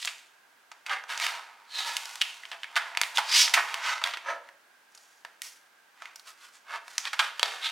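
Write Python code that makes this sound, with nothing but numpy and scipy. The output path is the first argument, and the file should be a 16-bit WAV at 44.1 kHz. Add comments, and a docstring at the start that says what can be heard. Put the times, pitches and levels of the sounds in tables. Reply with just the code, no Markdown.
"""Plastic food tubs and foil pouches, pushed and set into plastic trays on a stone counter, close by.
They slide and rustle in short stick-slip strokes; thin walls and foil snap, tubs knock on the trays,
drag lightly between pushes and briefly squeal. The handling rings the trays and a small hard
kitchen, over a faint steady hiss."""
import sys
import numpy as np
from scipy import signal
from scipy.fft import rfft, irfft
from scipy.io import wavfile
from scipy.ndimage import uniform_filter1d

SR = 44100
rng = np.random.default_rng(int(sys.argv[2]) if len(sys.argv) > 2 else 0)


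def file_out(sig):
    """Save sig as 16-bit WAV at sys.argv[1]."""
    # one column per channel
    cols = np.atleast_2d(sig).T
    # limit, then scale
    lim = np.clip(cols, -1, 1)
    pcm = np.round(lim * 32767).astype(np.int16)
    wavfile.write(sys.argv[1], SR, pcm)


N = 340011
SIZE = 4096  # impulse response length, samples


def undb(db):
    """Decibels to gain."""
    return 10 ** (np.asarray(db) / 20)


def unit(x):
    """Scale to energy one."""
    return x / np.sqrt(np.sum(x ** 2) + 1e-30)


def freqs(size):
    """Bin frequencies in Hz, kept above zero."""
    return np.maximum(np.fft.rfftfreq(size, 1 / SR), 1)


def curve(points, size):
    """Gain per bin from (Hz, dB) points."""
    hz, db = np.transpose(points)
    return undb(np.interp(np.log(freqs(size)), np.log(hz), db))


def shape(x, points):
    """Filter by (Hz, dB) points."""
    return irfft(rfft(x) * curve(points, len(x)), len(x))


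def add(out, start_s, x):
    """Mix x into out from start_s."""
    start = int(round(start_s * SR))
    x = x[max(-start, 0):max(N - start, 0)]
    out[max(start, 0):max(start, 0) + len(x)] += x


def causal(gain):
    """Minimum-phase impulse response of a spectrum."""
    cepstrum = irfft(np.log(gain + 1e-6))
    cepstrum[1:SIZE // 2] *= 2
    cepstrum[SIZE // 2 + 1:] = 0
    return irfft(np.exp(rfft(cepstrum)))


def even(force, width_hz):
    """Flatten a force's broad spectral humps, so the wall sets the colour."""
    power = uniform_filter1d(np.abs(rfft(force)) ** 2, max(int(width_hz * SIZE / SR), 3))
    return signal.fftconvolve(force, causal(1 / np.sqrt(power + 1e-9)))[:SIZE]


def hiss(level_db=-62.5):
    """Faint steady air noise of the room."""
    # Each row: frequency in Hz, relative density in dB.
    air_spectrum = [(30, -33.5), (60, -29), (140, -17), (280, -8), (500, -6), (900, 1), (1100, -2),
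                    (1500, 2), (1600, 8.5), (1720, -0.5), (4000, -9.5), (15500, -19.5)]
    return undb(level_db) * np.sqrt(N) * unit(shape(rng.standard_normal(N), air_spectrum))


def slips(size, per_s, spread_db):
    """Tiny random slips of uneven strength, rms one."""
    happens = rng.random(size) < per_s / SR
    strength = undb(spread_db * np.minimum(rng.exponential(size=size), 4))
    return unit(happens * strength * rng.standard_normal(size)) * np.sqrt(size)


def hollow(x, depth_db, spacing_hz):
    """Each tub's crowd of panel modes combs the sound and makes it hollow."""
    f = freqs(SIZE)
    ripple_db = depth_db / np.sqrt(1 + (f / 5500) ** 2)  # modes overlap in the treble
    comb = np.interp(f / spacing_hz, np.arange(SIZE), rng.standard_normal(SIZE).clip(-2, 2))
    power = undb(ripple_db * comb) ** 2
    power /= uniform_filter1d(power, size=50)  # keeps the broad colour
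    return signal.fftconvolve(x, causal(np.sqrt(power)))


def wall(wall_hz, contact_hz, ring_hz, ring_db, q, low_slope, top_slope=4.15):
    """A thin wall radiates little below its cut-off and rings briefly; a soft contact dulls the top."""
    # Radiation of thin plastic. Each row: frequency in Hz, gain in dB.
    radiation = [(100, 0), (250, -6), (400, -1), (600, 1.5), (800, 1), (1200, 2), (3000, 2), (10500, 2.5),
                 (15000, -1.5)]
    f = freqs(SIZE)
    ring = 1 + undb(ring_db) ** 2 / (1 + (q * (f / ring_hz - ring_hz / f)) ** 2)
    power = ring / (1 + (wall_hz / f) ** low_slope) / (1 + (f / contact_hz) ** top_slope)
    return unit(causal(np.sqrt(power) * curve(radiation, SIZE)))


def strokes(judder_db=1.94, judder_hz=130, swell=1.82, release=1.095, crease_db=-12.5):
    """Plastic and foil slide by dense stick-slip; pressure swells, judders and lets go; creases tick."""
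    # Each row: peak time in s, rise in s, fall in s, level in dB, wall cut-off in Hz,
    # contact cut-off in Hz, ring in Hz.
    pushes = [(0.03, 0.069, 0.15, -41.5, 2130, 4100, 7800), (0.925, 0.043, 0.065, -27.5, 1270, 1380, 2070),
              (1.116, 0.031, 0.082, -32.5, 1000, 3500, 1480), (1.245, 0.065, 0.12, -29.5, 1810, 3040, 810),
              (1.8, 0.092, 0.19, -34.5, 1000, 4500, 3700), (1.876, 0.036, 0.17, -35.5, 940, 4600, 930),
              (2.06, 0.26, 0.63, -46, 1060, 5500, 920), (2.54, 0.035, 0.03, -43, 805, 1540, 2900),
              (2.8, 0.049, 0.15, -44.5, 1200, 1900, 1630), (3.166, 0.019, 0.015, -31, 1200, 5500, 3500),
              (3.365, 0.1, 0.027, -25.5, 2396, 2490, 4930), (3.422, 0.11, 0.057, -18, 2510, 4200, 5500),
              (3.59, 0.036, 0.036, -23.5, 1280, 1300, 2070), (3.721, 0.1, 0.16, -38, 1230, 2380, 1000),
              (3.89, 0.089, 0.11, -28, 1710, 1490, 5900), (4.06, 0.035, 0.11, -33.5, 900, 2900, 1340),
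              (4.303, 0.051, 0.058, -30.5, 735, 1260, 1690), (5.04, 0.15, 0.27, -61.5, 530, 7360, 6540),
              (5.445, 0.02, 0.097, -42.5, 1300, 8800, 5700), (6.039, 0.085, 0.17, -52, 1746, 1206, 6450),
              (6.287, 0.038, 0.054, -47.5, 790, 6400, 1310), (6.455, 0.086, 0.067, -51.5, 850, 5500, 1320),
              (6.559, 0.042, 0.05, -55, 760, 5840, 7350), (6.751, 0.076, 0.06, -36, 1010, 1960, 1360),
              (6.92, 0.08, 0.31, -50.5, 745, 5800, 1840), (7.075, 0.035, 0.022, -31, 1480, 2030, 4600),
              (7.244, 0.076, 0.071, -34.5, 1140, 3000, 1400), (7.499, 0.14, 0.27, -39, 800, 3840, 1610),
              (7.665, 0.053, 0.048, -30.5, 1780, 2550, 3600)]
    out = np.zeros(N)
    t = np.arange(-SR // 4, SR // 2 + SR // 4) / SR
    for peak_s, rise_s, fall_s, db, wall_hz, contact_hz, ring_hz in pushes:
        fade = np.where(t < 0, np.abs(t / rise_s) ** swell, np.abs(t / fall_s) ** release)
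        steps = np.arange(len(t)) * judder_hz / SR
        judder = np.interp(steps, np.arange(SIZE), rng.standard_normal(SIZE))
        slide = undb(db - 17.7 * fade + judder_db * judder) * slips(len(t), per_s=20000, spread_db=3.0)
        # Creases still tick under light pressure, so they fade less.
        creases = undb(db + crease_db - 11.0 * fade) * slips(len(t), per_s=70, spread_db=0.71)
        force = hollow(slide + creases, depth_db=4.6, spacing_hz=85)
        body = wall(wall_hz, contact_hz, ring_hz, ring_db=4, q=3.3, low_slope=4.7)
        add(out, peak_s + t[0], signal.fftconvolve(force, body))
    return out


def strike(near, send, start_s, db, body, chatter_ms, chatter_db=4.0, send_db=-5):
    """Mix a blow and its dying chatter through a wall into near; the room send gets the wall alone."""
    t_ms = 1000 * np.arange(SIZE) / SR
    decay_ms = 1.78 * chatter_ms
    chatter = unit(slips(SIZE, per_s=14000, spread_db=0.35) * np.exp(-t_ms / decay_ms))
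    force = undb(chatter_db) * chatter_ms ** 2 * chatter  # longer chatter takes more of the energy
    force[0] += 1  # the blow
    force = hollow(even(force, width_hz=1200), depth_db=3.5, spacing_hz=170)
    strength = undb(db) * np.sqrt(SR / 100)
    add(near, start_s, strength * unit(signal.fftconvolve(force, body)))
    add(send, start_s, strength * undb(send_db) * body)


def ticks(shortest_chatter_ms=0.8, halving_db=29):
    """Thin walls and foil snap: hard ticks cleanly, faint ones with a scuff. Returns near, room send."""
    # Each row: start in s, level in dB over 10 ms, wall cut-off in Hz, contact cut-off in Hz, ring in Hz.
    snaps = [(0.0268, -37, 3360, 1200, 3720), (0.049, -33.5, 890, 6900, 3720),
             (0.0559, -35, 1000, 8300, 7000), (1.038, -44.5, 1250, 1210, 6030),
             (1.176, -35, 860, 4100, 6490), (1.1994, -31, 900, 5000, 2280), (1.266, -28.5, 880, 5500, 2380),
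             (1.9677, -27.5, 2560, 6200, 2720), (2.0554, -40, 880, 6860, 5600),
             (2.156, -40, 1200, 6400, 1090), (2.2112, -34, 3380, 1450, 2900),
             (2.2153, -21.5, 3400, 1450, 2820), (2.2201, -24.5, 3700, 1200, 2920),
             (2.4346, -43, 1900, 1700, 1830), (2.4534, -41.5, 2580, 1200, 2970),
             (2.531, -42, 1486, 1340, 2830), (2.6331, -35.5, 2000, 1700, 3170),
             (2.642, -38, 1900, 1400, 2225), (2.7567, -33.5, 1175, 4170, 3840),
             (2.775, -28, 1490, 1720, 3500), (2.9503, -38.5, 1800, 1800, 2130),
             (2.9729, -24.5, 870, 4200, 2500), (3.0149, -22, 795, 6850, 2080),
             (3.0347, -28, 1830, 1600, 3880), (3.173, -22.5, 3420, 1250, 3270),
             (3.4782, -30, 2360, 1400, 1000), (3.7427, -29.5, 750, 5370, 2800),
             (4.0393, -23.5, 1700, 3600, 3430), (4.0724, -33.5, 1000, 3500, 1980),
             (4.1717, -36.5, 573, 3100, 2280), (4.4883, -49, 600, 2950, 1790),
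             (4.949, -51, 600, 8270, 6540), (4.976, -52.5, 600, 8100, 4950),
             (5.2494, -40.5, 460, 3560, 1665), (5.419, -35.5, 2170, 9560, 2120),
             (6.021, -41.5, 760, 2900, 1270), (6.0562, -41.5, 1300, 2200, 2370),
             (6.1585, -44.5, 1000, 13000, 5620), (6.196, -50.5, 900, 8000, 4200),
             (6.8804, -45, 530, 4900, 1600), (6.981, -25, 1300, 5060, 6200), (7.0536, -33, 870, 3520, 3550),
             (7.3954, -29, 600, 4800, 2980), (7.43, -19, 514, 3830, 3630), (7.458, -34.5, 746, 2400, 5030),
             (7.698, -40.5, 690, 5400, 2585)]
    near, send = np.zeros((2, N))
    loudest_db = max(row[1] for row in snaps)
    for start_s, db, wall_hz, contact_hz, ring_hz in snaps:
        body = wall(wall_hz, contact_hz, ring_hz, ring_db=10.5, q=5.2, low_slope=5.67)
        chatter_ms = shortest_chatter_ms * 2 ** ((loudest_db - db) / halving_db)
        strike(near, send, start_s, db, body, chatter_ms)
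    return np.array([near, send])


def knocks(wall_hz=964, longest_chatter_ms=6.9, doubling_db=28):
    """Tubs bump the trays; harder knocks rattle longer. Returns near, room send."""
    # Each row: start in s, level in dB over 10 ms, contact cut-off in Hz, ring in Hz.
    bumps = [(0.0737, -28.5, 4050, 2560), (0.716, -44.5, 2030, 6540), (0.8634, -36, 4570, 2270),
             (0.8949, -33, 2530, 3050), (2.5153, -36.5, 2850, 3400), (2.763, -20, 3330, 1650),
             (3.1817, -21, 3500, 870), (3.5383, -15.5, 6050, 2250), (3.5741, -21.5, 1810, 1210),
             (4.0158, -36.5, 1980, 785), (4.136, -32.5, 2220, 3660), (7.1314, -29.5, 3900, 1650),
             (7.1917, -20, 3350, 3330), (7.1963, -21, 2680, 1370)]
    near, send = np.zeros((2, N))
    loudest_db = max(row[1] for row in bumps)
    for start_s, db, contact_hz, ring_hz in bumps:
        body = wall(wall_hz, contact_hz, ring_hz, ring_db=9.5, q=3.0, low_slope=5.9)
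        chatter_ms = longest_chatter_ms * 2 ** ((db - loudest_db) / doubling_db)
        strike(near, send, start_s, db, body, chatter_ms)
    return np.array([near, send])


def drag(trim_db=-0.5):
    """Light, dull stick-slip of a tub on the tray floor between pushes."""
    # Each row: time in s, level in dB before the trim.
    drag_levels = [(1.08, -57), (1.32, -39), (1.52, -55.5), (1.68, -61), (1.9, -53), (2.57, -64.5),
                   (2.85, -44), (3.1, -51), (3.3, -41.5), (3.79, -43.5), (4.19, -60), (4.5, -60)]
    times_s, db = np.transpose(drag_levels)
    envelope = undb(trim_db + np.interp(np.arange(N) / SR, times_s, db, left=-np.inf, right=-np.inf))
    force = envelope * slips(N, per_s=9000, spread_db=3.3)
    body = wall(wall_hz=924, contact_hz=2040, ring_hz=920, ring_db=2.5, q=2.6, low_slope=5.14)
    return signal.fftconvolve(force, body)[:N]


def squeals():
    """Plastic on plastic: slips briefly lock to a rough pitch that glides with the drag speed."""
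    # Each row: peak time in s, peak to 1/e in s, level in dB, pitch in Hz, glide in octaves/s,
    # bandwidth in Hz.
    chirps = [(1.79, .06, -36.5, 3960, -.9, 340), (1.83, .04, -51, 6950, -.4, 450),
              (3.35, .045, -28, 5000, .6, 400), (3.422, .025, -26, 5250, .6, 450),
              (4.3, .04, -53, 6000, 0, 400), (7.66, .028, -33, 3650, 0, 500)]
    out = np.zeros(N)
    t = np.arange(-SR // 4, SR // 4) / SR
    for peak_s, fade_s, db, hz, octaves_per_s, width_hz in chirps:
        lowpass = signal.butter(2, width_hz / 2, fs=SR, output="sos")
        waver = signal.sosfilt(lowpass, rng.standard_normal((2, len(t))))
        phase = 2 * np.pi * np.cumsum(hz * 2 ** (octaves_per_s * t)) / SR
        tone = unit(waver[0] * np.cos(phase) + waver[1] * np.sin(phase)) * np.sqrt(len(t))
        add(out, peak_s + t[0], tone * undb(db) * np.exp(-(t / fade_s) ** 2))
    return out


def trays(x, ring_db):
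    """The trays ring along at their own modes."""
    # Each row: frequency in Hz, bandwidth in Hz, relative gain in dB.
    tray_modes = [(690, 37, 5.5), (856, 25, 3), (943, 45, 9.5), (1289, 36, 5), (1455, 23, 3),
                  (1740, 24.5, -15.5), (1877, 12, -7.5), (2044, 20, 0.5), (2162, 13, 3), (3130, 46, -12.5),
                  (4320, 13, -10.5), (4500, 21, 7), (4730, 20.7, 6.5), (4910, 16, 1.5), (5060, 12, 4),
                  (5100, 10, 3), (5360, 12, -5), (5980, 8.7, 1), (6080, 20, -5)]
    t = np.arange(SR // 4) / SR
    ring = 0
    for hz, width_hz, db in tray_modes:
        decay = 2 * np.pi * width_hz / SR * np.exp(-np.pi * width_hz * t)
        ring += undb(db) * decay * np.cos(2 * np.pi * hz * t)
    return x + undb(ring_db) * signal.fftconvolve(x, ring)[:N]


def kitchen(x, build_s=0.00093):
    """Echoes off counter and cupboards thicken quickly and die away, the bass last."""
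    # Each row: band centre in Hz, T60 in s, gain in dB.
    reverb_bands = [(278, 0.9, 4), (790, 0.48, 2.5), (2000, 0.5, -0.5), (5000, 0.52, -3), (12000, 0.46, 0)]
    t = np.arange(SR) / SR
    noise = rfft(rng.standard_normal(SR))
    log_centres = np.log([row[0] for row in reverb_bands])
    build = 1 - np.exp(-(t / build_s) ** 2)
    tail = 0
    for share, (_, t60_s, db) in zip(np.eye(len(reverb_bands)), reverb_bands):
        band = irfft(noise * np.interp(np.log(freqs(SR)), log_centres, share), SR)
        tail += undb(db) * band * unit(build * np.exp(-np.log(1000) * t / t60_s))
    return signal.fftconvolve(x, tail)[:N]


def scene(side_delay_s=0.0006):
    """Handling near and central; treble, echoes and hiss differ a little between left and right."""
    # The treble differs slightly between the two microphones, widening the sound.
    # Each row: frequency in Hz, side gain in dB.
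    treble_width = [(1500, -34.5), (4000, -19.5), (8000, -13), (13000, -32)]
    hits, hits_send = ticks() + knocks()
    rubs = trays(strokes() + drag(), ring_db=-9.0) + squeals()
    near = trays(hits, ring_db=-6.5) + rubs
    send = trays(hits_send, ring_db=-15.5) + undb(-8.5) * rubs
    mid = near + undb(-1.5) * kitchen(send) + hiss()
    side = undb(-12.0) * kitchen(send) + undb(-4.5) * hiss()
    add(side, side_delay_s, shape(near, treble_width))
    return np.array([mid + side, mid - side])


def record(dry):
    """Right side slightly louder; steep cut above 15.9 kHz."""
    # Each row: frequency in Hz, left minus right in dB.
    balance = [(200, -0.5), (700, 0), (1400, -3), (3000, -0.8), (6000, -1.8), (12000, 0)]
    left = shape(dry[0], [(hz, db / 2) for hz, db in balance])
    right = shape(dry[1], [(hz, -db / 2) for hz, db in balance])
    lowpass = signal.ellip(10, .1, 80, 15900, fs=SR, output="sos")
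    return signal.sosfilt(lowpass, [left, right])


dry = scene()
out = record(dry)
file_out(out)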